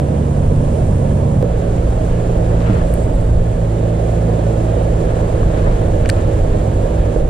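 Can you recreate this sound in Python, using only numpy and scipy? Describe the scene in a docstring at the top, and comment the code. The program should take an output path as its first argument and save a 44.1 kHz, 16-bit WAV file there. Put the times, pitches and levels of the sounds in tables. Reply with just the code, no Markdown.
"""Electric motors drone over churning water: paddlewheel aerators on a pond, heard from two spots in turn.
Motors are sines on orders of a shaft beat; churn, spray, splashes and wind are coloured noise.
A hand casts a rod: cloth noise swells and crackles, clicks ring the reel, line hisses off the spool.
Short low thumps are damped sines; a faint tick marks the change of spot.
Two ports pick up the pond; gain control and soft peaks follow."""
import sys
import numpy as np
from scipy import signal
from scipy.fft import rfft, irfft, next_fast_len
from scipy.io import wavfile

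SR = 44100
rng = np.random.default_rng(int(sys.argv[2]) if len(sys.argv) > 2 else 0)


def transcribe(u):
    """Save the signal u as a 16-bit wav file named by the first command-line argument.

    u: samples, shape (n,) or (channels, n), limited to [-1, 1]; the rate is SR.
    q: integer samples, one column per channel.
    """
    v = np.clip(np.atleast_2d(u).T, -1, 1)
    q = np.round(v * 32767).astype(np.int16)
    wavfile.write(sys.argv[1], SR, q)


N = 321489

MOVE_S = 1.428  # the listening spot changes
# faint tick at the change of spot; the corner frequency sets how fast it dies away
TICK_S, TICK_DB, TICK_CORNER_HZ = 1.4262, -17, 250

# main motor, first spot: (time [s], beat [Hz], level [dB])
MAIN_FIRST = [(0, 71.4, -18.5)]
# main motor, second spot: (time [s], level [dB])
MAIN_SECOND = [(1.44, -20.5), (2.0, -20.5), (2.6, -17), (3.1, -20.5), (4.0, -18), (4.7, -18.5),
               (5.8, -21.5), (6.5, -26), (7.0, -21), (7.29, -26)]
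# upper orders of the main motor, stronger once the port faces the pond: (time [s], level [dB])
UPPER_SECOND = [(1.44, -64), (3.7, -34), (4.3, -30.5), (4.95, -33.5), (5.4, -31), (7.29, -35.5)]
# beat of the main motor at the second spot, sagging steadily
SECOND_BEAT_HZ, SAG_HZ_PER_S = 57.27, .72
# second motor, at each spot: (time [s], beat [Hz], level [dB])
OTHER_FIRST = [(0, 94.26, -28.5), (.7, 94, -20.5)]
OTHER_SECOND = [(5.5, 92, -51), (5.9, 94, -19), (7.0, 100.5, -23.5), (7.29, 101, -36)]
# shaft orders: (multiple of beat [-], relative level [dB])
ORDERS_FIRST = [(1, -3), (1.75, -12), (2, 0), (2.25, -15), (2.5, -10), (3, -11)]
ORDERS_SECOND = [(1, -1), (2, 0), (3, -4), (4, -17)]
ORDERS_UPPER = [(6, 2), (8, -3), (9, -5), (10, -3)]
ORDERS_OTHER = [(1, 0), (1.2, -2), (2, -8), (2.5, -11), (4, -19)]
# gearbox tones: (frequency [Hz], level [dB])
GEAR_TONES = [(473, -34), (632, -35)]

# cloth and arm events, all with the same slopes: (peak time [s], scuff level [dB], swish level [dB])
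RUSTLE = [(2.55, -51, -55), (2.68, -34, -33), (2.75, -36, -37.5), (5.2, -36, -46), (5.44, -54, -56),
          (5.58, -44, -40), (5.68, -36, -36.5), (6.2, -55, -38), (6.55, -48, -45)]
RUSTLE_RISE_DB_PER_S, RUSTLE_FALL_DB_PER_S = 77, 89
# scuff and swish spectra: (frequency [Hz], relative density [dB per Hz])
SCUFF = [(700, -11), (1000, 3), (1500, -2), (2100, -12), (2700, -34)]
CLOTH = [(300, -18), (600, -18), (1000, 13), (1700, 6), (2800, -1), (4500, -14), (8000, -19)]
# snapping folds of cloth: rate, level against the swish
CRACKLES_PER_S, CRACKLE_DB = 300, -14
# line off the spool around the release
HISS_PEAK_S, HISS_DB, HISS_RISE_DB_PER_S, HISS_FALL_DB_PER_S = 2.93, -48, 70, 22
# line hiss spectrum: (frequency [Hz], relative density [dB per Hz])
SPOOL = [(6000, -16), (8000, 12), (10500, -1), (13000, -12), (15300, -20)]
# rod and reel clicks: (time [s], strength [dB], loudest pitch [Hz], fall away from it [dB per octave],
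# left minus right [dB])
CLICKS = [(2.732, -20, 2900, 16, -3), (2.9388, -22, 2000, 8, 6), (2.939, -7, 11600, 47, 10),
          (2.9415, -26, 11000, 20, 4), (2.947, -19, 10300, 40, 0), (2.955, -26, 8000, 24, 0),
          (5.43, -17, 1550, 30, 4), (5.886, -33, 9000, 6, 3), (6.0525, -13, 1350, 17, 8),
          (6.058, -8, 2300, 22, 4), (6.0582, -14, 6000, 34, 0), (6.0885, -24, 8000, 30, 2),
          (6.091, -11, 7950, 26, -16), (6.0913, -14, 3360, 12, 6), (6.0941, -7, 1720, 10, 4),
          (6.0955, -22, 8000, 20, 0), (6.098, -9.5, 2700, 2, 7), (6.0981, -11, 8400, 29, -4),
          (6.0996, -4, 4560, 16, -7), (6.111, -30, 5000, 12, 0), (6.5236, -12.5, 3300, 33, 4),
          (6.5236, -19, 1850, 40, 6), (6.529, -25, 3956, 24, 4)]
# reel modes: (frequency [Hz], relative level [dB], t60 [s])
REEL_MODES = [(1250, -8, .014), (1540, -1, .016), (1815, -1, .014), (2335, 0, .012), (2900, -1, .012),
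              (3500, -7, .008), (3950, -4, .008), (4540, -2, .008), (5120, -6, .007), (6000, -7, .006),
              (7350, -4, .006), (8100, -3, .007), (9150, -1, .007), (10800, -4, .005), (12000, -6, .004),
              (13500, -9, .003), (15200, -17, .003)]
REEL_SOFT_HZ = 13500  # soft contacts dull the clicks above this
# short low thumps: (time [s], strength [dB], loudest pitch [Hz], fall away from it [dB per octave])
THUMPS = [(1.428, -8, 485, 29), (1.442, -12.5, 486, 30), (2.6981, -0.5, 166, 16), (2.742, -7, 575, 44),
          (4.294, -9.5, 485, 40), (5.43, -12.5, 1150, 27), (6.545, -8, 573, 38), (7.161, -7.5, 485, 45)]
# hollow notes of the thumps: (frequency [Hz], t60 [s], left minus right [dB])
THUMP_NOTES = [(118, 0.079, -4), (191, 0.077, -3.5), (295, 0.079, -8), (485, 0.049, -10), (620, 0.044, -7),
               (1160, .026, 3)]
OPPOSITE_PHASE_HZ = 540  # thump notes above this are in opposite phase on the right

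# far water: (time [s], churn level [dB], spray level [dB])
WATER = [(0, -19.5, -47.5), (.75, -18.5, -44.5), (1.4, -19, -46.5), (1.5, -18, -46), (2.6, -17, -45),
         (3.5, -19, -47.5), (4.3, -16.5, -45.5), (5.6, -16, -44.5), (7.15, -17, -46), (7.29, -19, -49)]
# churn, splash and spray spectra: (frequency [Hz], relative density [dB per Hz])
CHURN = [(70, -3.5), (130, -4), (200, -8.5), (300, -8), (400, -7.5), (530, -3), (640, -6), (750, -13),
         (1000, -22), (1300, -29.5), (1700, -35.5), (2400, -38.5), (3500, -43.5), (5000, -50.5)]
SPLASH = [(1000, -8), (1300, -4), (1500, -20.5), (1700, 4), (1900, -12), (2450, -7), (3300, -9),
          (4200, -25)]
SPRAY_FIRST = [(3500, -16), (5500, -7.5), (7300, -1), (8300, -3), (9200, -2), (10200, -8), (12000, -21),
               (13500, -23), (14400, -45)]
SPRAY_SECOND = [(3500, -8), (5500, -5), (7300, 3.5), (8300, -1.5), (9200, -2.5), (10200, -5.5),
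                (12000, -15.5), (13500, -23), (14400, -45)]
SPLASH_DB = -31  # against the churn
# rough boom under the roof, first spot: (frequency [Hz], relative density [dB per Hz])
SHELTER = [(60, -11), (100, -8.5), (160, -0.5), (250, -3.5), (320, -10), (700, -34), (1000, -17.5),
           (1300, -41)]
SHELTER_DB = -23

# wind on the ports: (time [s], level [dB])
WIND = [(0, -24), (1.0, -21), (1.75, -18), (2.5, -19), (3.37, -10.5), (3.46, -20), (4.2, -27), (5.0, -17.5),
        (5.9, -20), (6.5, -14), (6.94, -17.5), (7.29, -14.5)]
# single buffets, all with the same slopes: (peak time [s], peak level [dB])
BUFFETS = [(.47, -14), (.89, -16), (4.63, -24), (5.09, -22), (5.52, -12.5), (5.74, -14.5), (7.07, -17)]
BUFFET_RISE_DB_PER_S, BUFFET_FALL_DB_PER_S = 108, 77
# wind spectrum: (frequency [Hz], relative density [dB per Hz])
RUMBLE = [(10, -24), (20, 0), (35, 0), (60, -4.5), (90, -7), (160, -21.5)]

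# left port against the right, which booms near 550 Hz:
# (frequency [Hz], left minus right [dB], likeness [0-1], lead [rad])
PORTS = [(70, -1, 1, -.1), (200, -3, .98, -.22), (400, -8, .97, -.22), (500, -14, .78, .1),
         (600, -18, .6, 1.5), (700, -15, .85, 2.2), (1050, -3, .8, 2.15), (1300, 1, .4, 2.3),
         (1600, 2, .45, .3), (2400, 0, .15, 0), (4000, -.5, .85, 0), (5000, 1, 0, 0), (6500, -2, .55, 3.1),
         (9000, -2.5, .45, 2.0), (13000, 0, .3, 1.5)]
CUTOFF_HZ = 16100


def aerators():
    """Motors and gears as the right port hears them: harmonic drones of turning shafts."""
    later = second_spot()
    first = motor(MAIN_FIRST, ORDERS_FIRST, waver_db=1.0)
    first += motor(OTHER_FIRST, ORDERS_OTHER, waver_db=3.0)
    second = motor(sagging(MAIN_SECOND), ORDERS_SECOND, waver_db=1.0)
    second += motor(OTHER_SECOND, ORDERS_OTHER[:1], waver_db=2.0)
    second += motor(sagging(UPPER_SECOND), ORDERS_UPPER, waver_db=1.5)
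    gears = sum(motor([(0, hz, db)], ORDERS_OTHER[:1], waver_db=2.5) for hz, db in GEAR_TONES)
    return first * (1 - later) + second * later + gears


def motor(curve, orders, waver_db):
    """Sines on orders of the beat; the air over the pond makes each waver on its own."""
    beat_hz, level_db = in_time(curve)
    unsteady_hz = beat_hz * (1 + 0.00186 * drift(3.03))
    turn_rad = 2 * np.pi * np.cumsum(unsteady_hz) / SR
    lines = np.zeros(N)
    for multiple, order_db in orders:
        gain = from_db(order_db + waver_db * drift(6.5))
        lines += gain * np.sin(multiple * turn_rad + rng.uniform(0, 2 * np.pi))
    return np.sqrt(2) * from_db(level_db) * lines


def sagging(levels):
    """Adds the slowing beat of the second spot to a level curve, held to the end."""
    held = [*levels, (N / SR, levels[-1][1])]
    return [(s, SECOND_BEAT_HZ - SAG_HZ_PER_S * (s - MOVE_S), db) for s, db in held]


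def handling():
    """Close sounds of the cast, each reaching both ports directly."""
    return rustle() + line_hiss() + reel()


def rustle():
    """Cloth friction: scuffs in opposite phase at the ports, swishes with crackle; stronger on the left."""
    peak_s, scuff_db, swish_db = np.transpose(RUSTLE)
    slopes = RUSTLE_RISE_DB_PER_S, RUSTLE_FALL_DB_PER_S
    scuff = swells(peak_s, scuff_db, *slopes) * coloured(SCUFF, flicker_db=4.0, rate_hz=35.0)[0]
    scuff = scuff * from_db([[4.0], [-2.0]]) * [[1], [-1]]
    cloth = coloured(CLOTH, flicker_db=2.0, rate_hz=17.0) + from_db(CRACKLE_DB) * crackle()
    swish = swells(peak_s, swish_db, *slopes) * cloth * from_db([[3.0], [-3.0]])
    return scuff + swish


def crackle():
    """Sparse snaps of uneven size in a band around 3 kHz; rms 1."""
    struck = rng.random(N) < CRACKLES_PER_S / SR
    snaps = struck * rng.standard_normal(N) * from_db(1.3 * rng.exponential(1, N))
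    band = signal.butter(2, [1900, 4600], "band", fs=SR, output="sos")
    return rms_one(signal.sosfilt(band, snaps + 1e-18))


def line_hiss():
    """Line friction on the spool: flickering noise that swells fast and dies slowly."""
    gain = swells(HISS_PEAK_S, HISS_DB, HISS_RISE_DB_PER_S, HISS_FALL_DB_PER_S)
    return gain * coloured(SPOOL, flicker_db=3, rate_hz=40)


def reel():
    """A click is about a millisecond of chatter striking every mode, most those near its loudest pitch."""
    s, db, top_hz, fall, pan_db = np.transpose(CLICKS)
    at = np.round(s * SR).astype(int)
    steps = np.arange(60)
    out = np.zeros((2, N))
    for k, (hz, level_db, t60_s) in enumerate(REEL_MODES):
        clicks = np.zeros((2, N))
        strength_db = db + level_db - fall * abs(np.log2(hz / top_hz))
        # rows: shared, left only, right only
        chatter = rng.standard_normal((len(at), 3, len(steps))) * np.exp(-steps / 18.0) * 0.055
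        chatter[:, 0, 0] = 0.41 * (-1) ** k  # firm first contact
        for side, sign in enumerate((1, -1)):
            gain = from_db(strength_db + sign * pan_db / 2)[:, None]
            clicks[side, at[:, None] + steps] = gain * (chatter[:, 0] + 0.32 * chatter[:, 1 + side])
        out += ring(clicks, hz, t60_s)
    return signal.sosfilt(signal.butter(2, REEL_SOFT_HZ, fs=SR, output="sos"), out)


def thumps():
    """Damped low notes: some from handling, one at the change of spot, others brief lumps in the churn."""
    s, db, top_hz, fall = np.transpose(THUMPS)
    out = np.zeros((2, N))
    for hz, t60_s, pan_db in THUMP_NOTES:
        starts = np.zeros(N)
        # strongest for notes near the loudest pitch
        starts[np.round(s * SR).astype(int)] = from_db(db - fall * abs(np.log2(hz / top_hz)))
        pan = from_db(np.array([[pan_db], [-pan_db]]) / 2)
        out += pan * ring(starts, hz, t60_s) * [[1], [np.sign(OPPOSITE_PHASE_HZ - hz)]]
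    return signal.sosfilt(signal.butter(2, 1300, fs=SR, output="sos"), out)


def tick():
    """A faint tick at the change of spot: a downward jump dying away exponentially."""
    pulse = np.zeros(N)
    pulse[round(TICK_S * SR)] = -from_db(TICK_DB)
    return signal.lfilter([1], [1, -np.exp(-2 * np.pi * TICK_CORNER_HZ / SR)], pulse + 1e-18)


def water():
    """Paddles churn a dull roar with surging splashes; the spray hisses brighter at the first spot."""
    churn_db, spray_db = in_time(WATER)
    later = second_spot()
    spray = coloured(SPRAY_FIRST, flicker_db=0.1, rate_hz=15.0) * (1 - later)
    spray += coloured(SPRAY_SECOND, flicker_db=0.8, rate_hz=18.0) * later
    splash = from_db(SPLASH_DB) * coloured(SPLASH, flicker_db=2.0, rate_hz=8.2)
    churn = coloured(CHURN, flicker_db=0.5, rate_hz=64.0)
    return from_db(churn_db) * (churn + splash) + from_db(spray_db) * spray


def shelter_boom():
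    """Rough low noise under the roof, at the first spot only."""
    return from_db(SHELTER_DB) * coloured(SHELTER, flicker_db=1.0, rate_hz=12.0) * (1 - second_spot())


def wind():
    """Low turbulent rumble that follows the breeze, with single buffets; powers add."""
    buffets = swells(*np.transpose(BUFFETS), BUFFET_RISE_DB_PER_S, BUFFET_FALL_DB_PER_S)
    gain = np.hypot(from_db(in_time(WIND)[0]), buffets)
    return gain * coloured(RUMBLE, flicker_db=1.5, rate_hz=1.8)


def ports(shared, apart):
    """The right port takes the shared sound; the left a shifted share of it plus unrelated sound."""
    size = next_fast_len(N + SR // 4)
    pad = size - N
    before = pad // 2
    db, alike, lead_rad = at_hz(PORTS, np.arange(size // 2 + 1) * SR / size)
    alike = np.clip(alike, 0, 1)
    padded = np.pad([shared, apart], ((0, 0), (before, pad - before)), mode="reflect", reflect_type="odd")
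    shared_bins, apart_bins = rfft(padded)
    share = alike * np.exp(1j * lead_rad) * shared_bins
    left = from_db(db) * (share + np.sqrt(1 - alike ** 2) * apart_bins)
    return np.array([irfft(left, size)[before:before + N], shared])


def second_spot():
    """0 at the first spot, 1 at the second, with a 20 ms cross-fade."""
    return np.clip((np.arange(N) / SR - MOVE_S) / .02 + .5, 0, 1)


def swells(peak_s, peak_db, rise_db_per_s, fall_db_per_s):
    """Gain of events that climb to their peak and sink at steady dB rates; powers add."""
    late_s = np.arange(N) / SR - np.reshape(peak_s, (-1, 1))
    slope_db = np.minimum(rise_db_per_s * late_s, -fall_db_per_s * late_s)
    return np.sqrt(np.sum(from_db(np.reshape(peak_db, (-1, 1)) + slope_db) ** 2, axis=0))


def coloured(spectrum, flicker_db, rate_hz):
    """Two unrelated noises of one colour, silent outside the table, flickering together; rms 1."""
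    size = next_fast_len(N)
    hz = np.arange(size // 2 + 1) * SR / size
    inside = (hz > spectrum[0][0]) * (hz < spectrum[-1][0])
    shape = from_db(at_hz(spectrum, hz)[0]) * inside
    noise = irfft(rfft(rng.standard_normal((2, size))) * shape, size)[:, :N]
    return rms_one(noise * from_db(flicker_db * drift(rate_hz)))


def ring(clicks, hz, t60_s):
    """A unit click sets a decaying sine of height 1 ringing."""
    r = from_db(-60 / (max(t60_s, .002) * SR))
    w = 2 * np.pi * hz / SR
    return signal.lfilter([0, np.sin(w)], [1, -2 * r * np.cos(w), r * r], clicks + 1e-18)


def drift(rate_hz):
    """Slow random wander of spread 1: low-passed noise made at SR / 40."""
    r = np.exp(-80 * np.pi * rate_hz / SR)
    noise = rng.standard_normal(N // 40 + 2002)
    slow = signal.lfilter([1], [1, -2 * r, r * r], noise)[2000:]  # skip the settling
    return np.interp(np.arange(N) / 40, np.arange(len(slow)), rms_one(slow))


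def in_time(rows):
    """Columns of a time table, sample by sample."""
    s, *columns = np.transpose(rows)
    return [np.interp(np.arange(N) / SR, s, c) for c in columns]


def at_hz(rows, hz):
    """Columns of a frequency table, read on a log axis."""
    f, *columns = np.transpose(rows)
    return [np.interp(np.log(hz + 1), np.log(f), c) for c in columns]


def from_db(db):
    """Decibels to gain."""
    return 10 ** (np.asarray(db) / 20)


def rms_one(x):
    """Scale to unit rms."""
    return x / np.sqrt(np.mean(x ** 2) + 1e-20)


def scene():
    """Far pond and wind through the two ports; handling, thumps and tick are added directly."""
    shared, apart = water() + wind() + shelter_boom()
    return ports(aerators() + shared, apart) + handling() + thumps() + tick()


def record(dry):
    """Gain control evens the level, peaks are rounded, the top is cut."""
    power = signal.lfilter([.0012], [1, -.9988], np.mean(dry ** 2, axis=0))  # smoothed over about 19 ms
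    evened = dry * (1 + power / 0.053) ** -.15 * from_db(1.5)
    rounded = 1.188 * np.tanh(evened / 1.248)
    return signal.sosfilt(signal.cheby2(16, 70, CUTOFF_HZ, fs=SR, output="sos"), rounded)


dry = scene()
out = record(dry)
transcribe(out)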